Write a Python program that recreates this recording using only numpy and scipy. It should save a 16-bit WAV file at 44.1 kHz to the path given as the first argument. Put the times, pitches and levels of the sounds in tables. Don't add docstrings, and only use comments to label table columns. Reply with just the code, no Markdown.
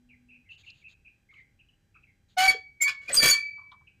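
import sys
import numpy as np
from scipy import signal
from scipy.fft import rfft, irfft
from scipy.io import wavfile
from scipy.ndimage import uniform_filter1d, minimum_filter1d

SR = 44100
rng = np.random.default_rng(int(sys.argv[2]) if len(sys.argv) > 2 else 0)


def wav_record(signal):
    frames = np.transpose(np.atleast_2d(signal))
    bounded = np.clip(frames, -1, 1)
    quanta = np.round(bounded * 32767).astype(np.int16)
    wavfile.write(sys.argv[1], SR, quanta)


N = 176400
T = np.arange(N) / SR
YARD_T60_S, SQUEAL_ATTACK_S = 0.38, 0.013
SIDE_DB = -18.5
# f/Hz, level/dB, t60/s
REEL_MODES = [(1124, -44, 0.5), (1785.6, -30, 0.49), (2295.4, -21.5, 1.19), (2334, -26, 0.99),
              (3417, -41, 0.249), (4500, -31, 0.52), (4610, -29, 0.68), (6780, -36.5, 0.15),
              (6995, -39, 0.28), (9130, -39.5, 0.14), (13100, -47.5, 0.084)]


def from_db(db):
    return 10 ** (np.asarray(db) / 20)


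def rms_one(x):
    return x / np.sqrt(np.mean(x ** 2) + 1e-20)


def drift(hz):
    return rms_one(signal.sosfilt(signal.butter(2, hz, fs=SR, output="sos"), rng.standard_normal(N)))


def coloured(x, points):
    hz, db = np.transpose(points)
    bins = np.maximum(np.arange(N // 2 + 1) * SR / N, 1)
    gain = from_db(np.interp(np.log(bins), np.log(hz), db))
    return rms_one(irfft(rfft(x) * gain, N))


def dying(seconds, t60):
    return np.exp(-np.log(1000) * np.minimum(np.maximum(seconds, 0) / t60, 10))


def held(start, length, attack, t60):
    rise = np.sin(np.pi / 2 * np.clip((T - start) / attack, 0, 1)) ** 2
    return rise * dying(T - start - length, t60)


def arch(start, length):
    return np.sqrt(np.abs(np.sin(np.pi * np.clip((T - start) / length, 0, 1))))


def tail(x, t60):
    t = T[:int(t60 * SR)]
    response = rng.standard_normal(N)[:len(t)] * dying(t, t60)
    return signal.fftconvolve(x, response / np.sqrt(np.sum(response ** 2)))[:N]


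def dull(x, cutoff_hz=6600):
    return signal.sosfilt(signal.butter(2, cutoff_hz, fs=SR, output="sos"), x)


def grains(per_s=12000, spread_db=2.5):
    sizes = from_db(spread_db * np.minimum(rng.exponential(1, N), 4)) * rng.choice([-1, 1], N)
    return sizes * (rng.random(N) < per_s / SR)


def background(hum_hz=245, hum_end_s=0.402, whine_hz=803):
    # f/Hz, relative level/dB
    air = [(15, -34.5), (25, -4), (99, 1), (497, -22.5), (806, -30.5), (1270, -32.5), (1580, -24),
           (4770, -38.5), (15600, -43)]
    mid, side = (from_db(-67.5) * coloured(rng.standard_normal(N), air) for _ in range(2))
    hum = from_db(-62.5) * np.sin(2 * np.pi * hum_hz * T) * dying(T - hum_end_s, t60=0.17)
    whine = sum(from_db(-89.5 - np.log2(k)) * np.sin(2 * np.pi * k * whine_hz * T) for k in range(1, 11))
    return mid + hum + whine + from_db(SIDE_DB) * side * [[1], [-1]]


def bird():
    # t/s, length/s, first f/Hz, last f/Hz, level/dB
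    notes = [(0.089, 0.063, 2746, 1960, -55.5), (0.285, 0.091, 2670, 2493, -53),
             (0.453, 0.052, 2260, 1924, -64.5), (0.489, 0.055, 2715, 2748, -45.5),
             (0.634, 0.019, 2460, 2050, -55), (0.662, 0.049, 2885, 2627, -46),
             (0.816, 0.021, 2455, 2150, -59.5), (0.839, 0.051, 2643, 2550, -47),
             (1.047, 0.051, 2467, 2550, -51.5), (1.288, 0.042, 2120, 2255, -55),
             (1.338, 0.0098, 3220, 2480, -55), (1.341, 0.09, 2187, 2113, -53),
             (1.589, 0.04, 2727, 2605, -57.5), (1.686, 0.017, 3040, 2590, -58.5),
             (1.943, 0.039, 2547, 2468, -55.5), (2.033, 0.016, 2960, 2250, -55),
             (2.059, 0.068, 2272, 2106, -64), (3.87, 0.021, 2750, 2526, -51)]
    song = np.zeros(N)
    warble = 1 + 0.042 * drift(hz=141)
    for start, length, first_hz, last_hz, db in notes:
        hz = np.interp(T, [start, start + length], [first_hz, last_hz]) * warble
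        song += from_db(db) * arch(start, length) * np.sin(2 * np.pi * np.cumsum(hz) / SR)
    return song + from_db(-5) * tail(song, YARD_T60_S)


def paper():
    # t/s, length/s, level/dB
    rustles = [(0.5, 0.065, -67.5), (0.577, 0.053, -62), (0.629, 0.096, -65.5), (0.729, 0.11, -69),
               (0.881, 0.061, -64), (1.3, 0.14, -77), (2.282, 0.067, -70.5)]
    # f/Hz, relative level/dB
    spectrum = [(500, -12.5), (1500, -9), (2800, -0.5), (3700, 6), (4600, 0), (5600, -22), (6700, 0),
                (8500, -28.5), (15000, -27)]
    strokes = sum(from_db(db) * arch(start, length) for start, length, db in rustles)
    return strokes * coloured(grains(), spectrum)


def knocks(q=4.74, attack_s=0.0073):
    # peak t/s, level/dB, centre f/Hz, t60/s
    contacts = [(0.706, -48.5, 4330, 0.011), (1.331, -68, 1230, 0.22), (1.957, -61.5, 1340, 0.21),
                (2.548, -40.5, 446, 0.11), (3.101, -35, 560, 0.2), (3.105, -35, 1848, 0.14),
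                (3.584, -55.5, 1070, 0.31), (3.723, -46.5, 1050, 0.12), (3.72, -55, 3480, 0.07),
                (3.815, -59.5, 1050, 0.085)]
    out = np.zeros(N)
    for at, db, hz, t60 in contacts:
        peak = signal.iirpeak(hz, q, fs=SR)
        body = rms_one(signal.lfilter(*peak, signal.lfilter(*peak, rng.standard_normal(N))))
        out += from_db(db) * body * held(at - attack_s, attack_s, attack_s, t60)
    return out


def ringing(twin_ratio=1.004, rise_s=0.022, knife_hz=757):
    # touch t/s, release t/s, tuning ratio, gain/dB, t60 ratio, tilt/(dB/octave)
    blades = [(2.41, 2.519, 0.988, -13.5, 0.47, 2), (2.848, 2.881, 0.97, -13.5, 0.63, -11.5),
              (3.2, 3.296, 1.0, 1, 0.63, 1.5)]
    reel = np.zeros(N)
    main_hz = max(REEL_MODES, key=lambda mode: mode[1])[0]
    for touch, release, tuning, ring_db, stretch, tilt_db in blades:
        first = int(touch * SR)
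        t = T[first:]
        for hz, db, t60 in REEL_MODES:
            tone = np.sin(2 * np.pi * (hz * tuning * t + rng.random()))
            twin = from_db(-9) * np.sin(2 * np.pi * (hz * tuning * twin_ratio * t + rng.random()))
            level = from_db(db + ring_db + tilt_db * np.log2(hz / main_hz))
            envelope = held(touch, release - touch, rise_s, t60 * stretch)[first:]
            reel[first:] += level * (tone + twin) * envelope
    knife = held(start=2.46, length=0, attack=SQUEAL_ATTACK_S, t60=0.23) * np.sin(2 * np.pi * knife_hz * T)
    return reel + from_db(-21) * knife


def steel(x, width_hz=70, ripple_db=5.5, mode_boost_db=9):
    hz = np.arange(N // 2 + 1) * SR / N
    spots = np.arange(0, SR / 2, width_hz)
    ripple = ripple_db * np.interp(hz, spots, np.clip(rng.standard_normal(len(spots)), -2, 2))
    peaks = np.max([1 / (1 + ((hz - mode[0]) / width_hz) ** 2) for mode in REEL_MODES], axis=0)
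    return irfft(rfft(x) * from_db(ripple * (1.5 - peaks) + mode_boost_db * peaks), N)


def grinding(squeal, chatter_db=2.5):
    # t/s, length/s, then bass, middle and treble level/dB before each band's trim
    bites = [(2.37, 0.094, -59, -33.5, -42), (2.475, 0.035, -43, -37.5, -53.5),
             (2.806, 0.031, -59.5, -50, -36.5), (2.863, .032, -85, -39.5, -70),
             (3.006, 0.11, -73, -66, -83), (3.075, 0.051, -50.5, -48, -61.5), (3.133, .034, -47, -41, -32),
             (3.167, 0.04, -41.5, -44, -44), (3.216, 0.051, -30, -26.5, -27),
             (3.268, 0.045, -35, -28.5, -25.5)]
    # f/Hz, relative level/dB
    bass_shape = [(25, -2), (60, -9.5), (150, -7), (260, -7), (380, -8.5), (550, -2), (700, -8.5),
                  (1500, -48)]
    middle_shape = [(600, -25.5), (900, -12.5), (1130, 3), (2000, 3.5), (3200, 4), (4600, 1.5), (6000, -4),
                    (8000, -10), (11000, -29.5)]
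    treble_shape = [(3000, -23.5), (6000, 1.5), (7200, 5.5), (9300, 5), (10400, -2), (11500, 1), (12600, 2),
                    (13700, -2.5), (15500, -7.5)]
    bass, middle, treble = sum(np.outer(from_db(levels), held(start, length, attack=0.02, t60=0.085))
                               for start, length, *levels in bites)
    bunching = 1 + 0.22 * np.cos(np.angle(signal.hilbert(squeal)))
    chatter = from_db(chatter_db * drift(hz=118))
    scrape = from_db(4) * middle * coloured(steel(grains()), middle_shape)
    hiss = from_db(1.5) * treble * coloured(steel(grains()), treble_shape)
    edge = bunching * chatter * (scrape + hiss)
    frame_mid, frame_side = (coloured(grains(), bass_shape) for _ in range(2))
    rumble = from_db(-1.5) * bass * (frame_mid + from_db(SIDE_DB) * frame_side * [[1], [-1]])
    return edge + from_db(-3.5) * dull(tail(edge, t60=0.18)), rumble


def squeals(t60=0.078, jitter_hz=151, blur_rad=0.55, flutter_db=3.5):
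    # t/s, length/s, first f/Hz, last f/Hz, level/dB, overtone fall/(dB/octave), roughness 0-1
    slips = [(2.365, 0.09, 730.2, 768.6, -20.5, 9, 0.13), (2.376, 0.038, 2141, 2230, -26.5, 7.5, .45),
             (2.377, .035, 2965, 2966, -26.5, 19, .25), (2.414, 0.045, 2282, 2278, -19, 12.5, 0.25),
             (2.471, 0.027, 2272, 2274, -10, 13, 0.21), (2.8, 0.033, 2235, 2163, -21.5, 27, 0.25),
             (2.809, 0.016, 7326, 7320, -17.5, 15.5, 0.17), (2.829, 0.048, 2272, 2261, -20.5, 17.5, 0.15),
             (2.869, 0.027, 2330, 2420, -24, 13.5, 0.53), (3.071, 0.024, 2380, 2450, -31.5, 22.5, 0.34),
             (3.12, 0.039, 8004, 8220, -21, 27.5, 0.18), (3.161, 0.038, 4865, 4700, -13, 27, 0.34),
             (3.211, 0.081, 2317, 2271, -15.5, 14.5, 0.1), (3.262, 0.023, 4646, 4672, -15, 16, 0.26),
             (3.292, 0.013, 6670, 6740, -6, 20.5, 0.13), (3.302, 0.024, 4580, 4517, -6.5, 21.5, 0.37)]
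    out = np.zeros(N)
    scatter = [drift(jitter_hz) for _ in range(9)]
    for start, length, first_hz, last_hz, db, fall_db, rough in slips:
        part = slice(int(start * SR), int((start + length + t60) * SR))
        t = np.maximum(T[part] - start, 0)
        jitter = 1 + 0.032 * rough * drift(jitter_hz)[part]
        hz = np.interp(t, [0, length], [first_hz, last_hz]) * jitter
        phase = 2 * np.pi * np.cumsum(hz) / SR
        wave = np.zeros(len(t))
        for k in range(1, 9):
            if k * first_hz < SR / 2:
                blur = blur_rad * (k - 1) * rough * scatter[k][part]
                wave += from_db(-fall_db * np.log2(k)) * np.sin(k * phase + blur + rng.uniform(0, 2 * np.pi))
        level = from_db(db + flutter_db * rough * drift(hz=80)[part])
        envelope = np.minimum(t / SQUEAL_ATTACK_S, 1) ** 2 * dying(t - length, t60)
        out[part] += wave * level * envelope
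    mixed = signal.sosfilt(signal.butter(2, 1500, "high", fs=SR, output="sos"), out ** 2 + 1e-18)
    return out + 0.97 * mixed


def scene():
    squeal = squeals()
    edge, rumble = grinding(squeal)
    mower = squeal + edge + ringing() + knocks() + paper()
    side = from_db(-37) * tail(mower, t60=0.08)
    echo = from_db(-28.5) * dull(tail(mower, YARD_T60_S))
    return mower + rumble + echo + side * [[1], [-1]] + bird() + background()


def record(dry, limit_db=-7.5, release_db_per_s=300, ceiling=0.33, cutoff_hz=15400):
    over_db = np.maximum(20 * np.log10(np.abs(dry).max(axis=0) + 1e-9) - limit_db, 0)
    reduction_db = np.maximum.accumulate(over_db + release_db_per_s * T) - release_db_per_s * T
    limited = dry * from_db(uniform_filter1d(minimum_filter1d(-reduction_db, size=64), size=64))
    rounded = limited / (1 + (limited / ceiling) ** 4) ** 0.25
    return signal.sosfilt(signal.ellip(10, 0.1, 80, cutoff_hz, fs=SR, output="sos"), rounded)


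dry = scene()
out = record(dry)
wav_record(out)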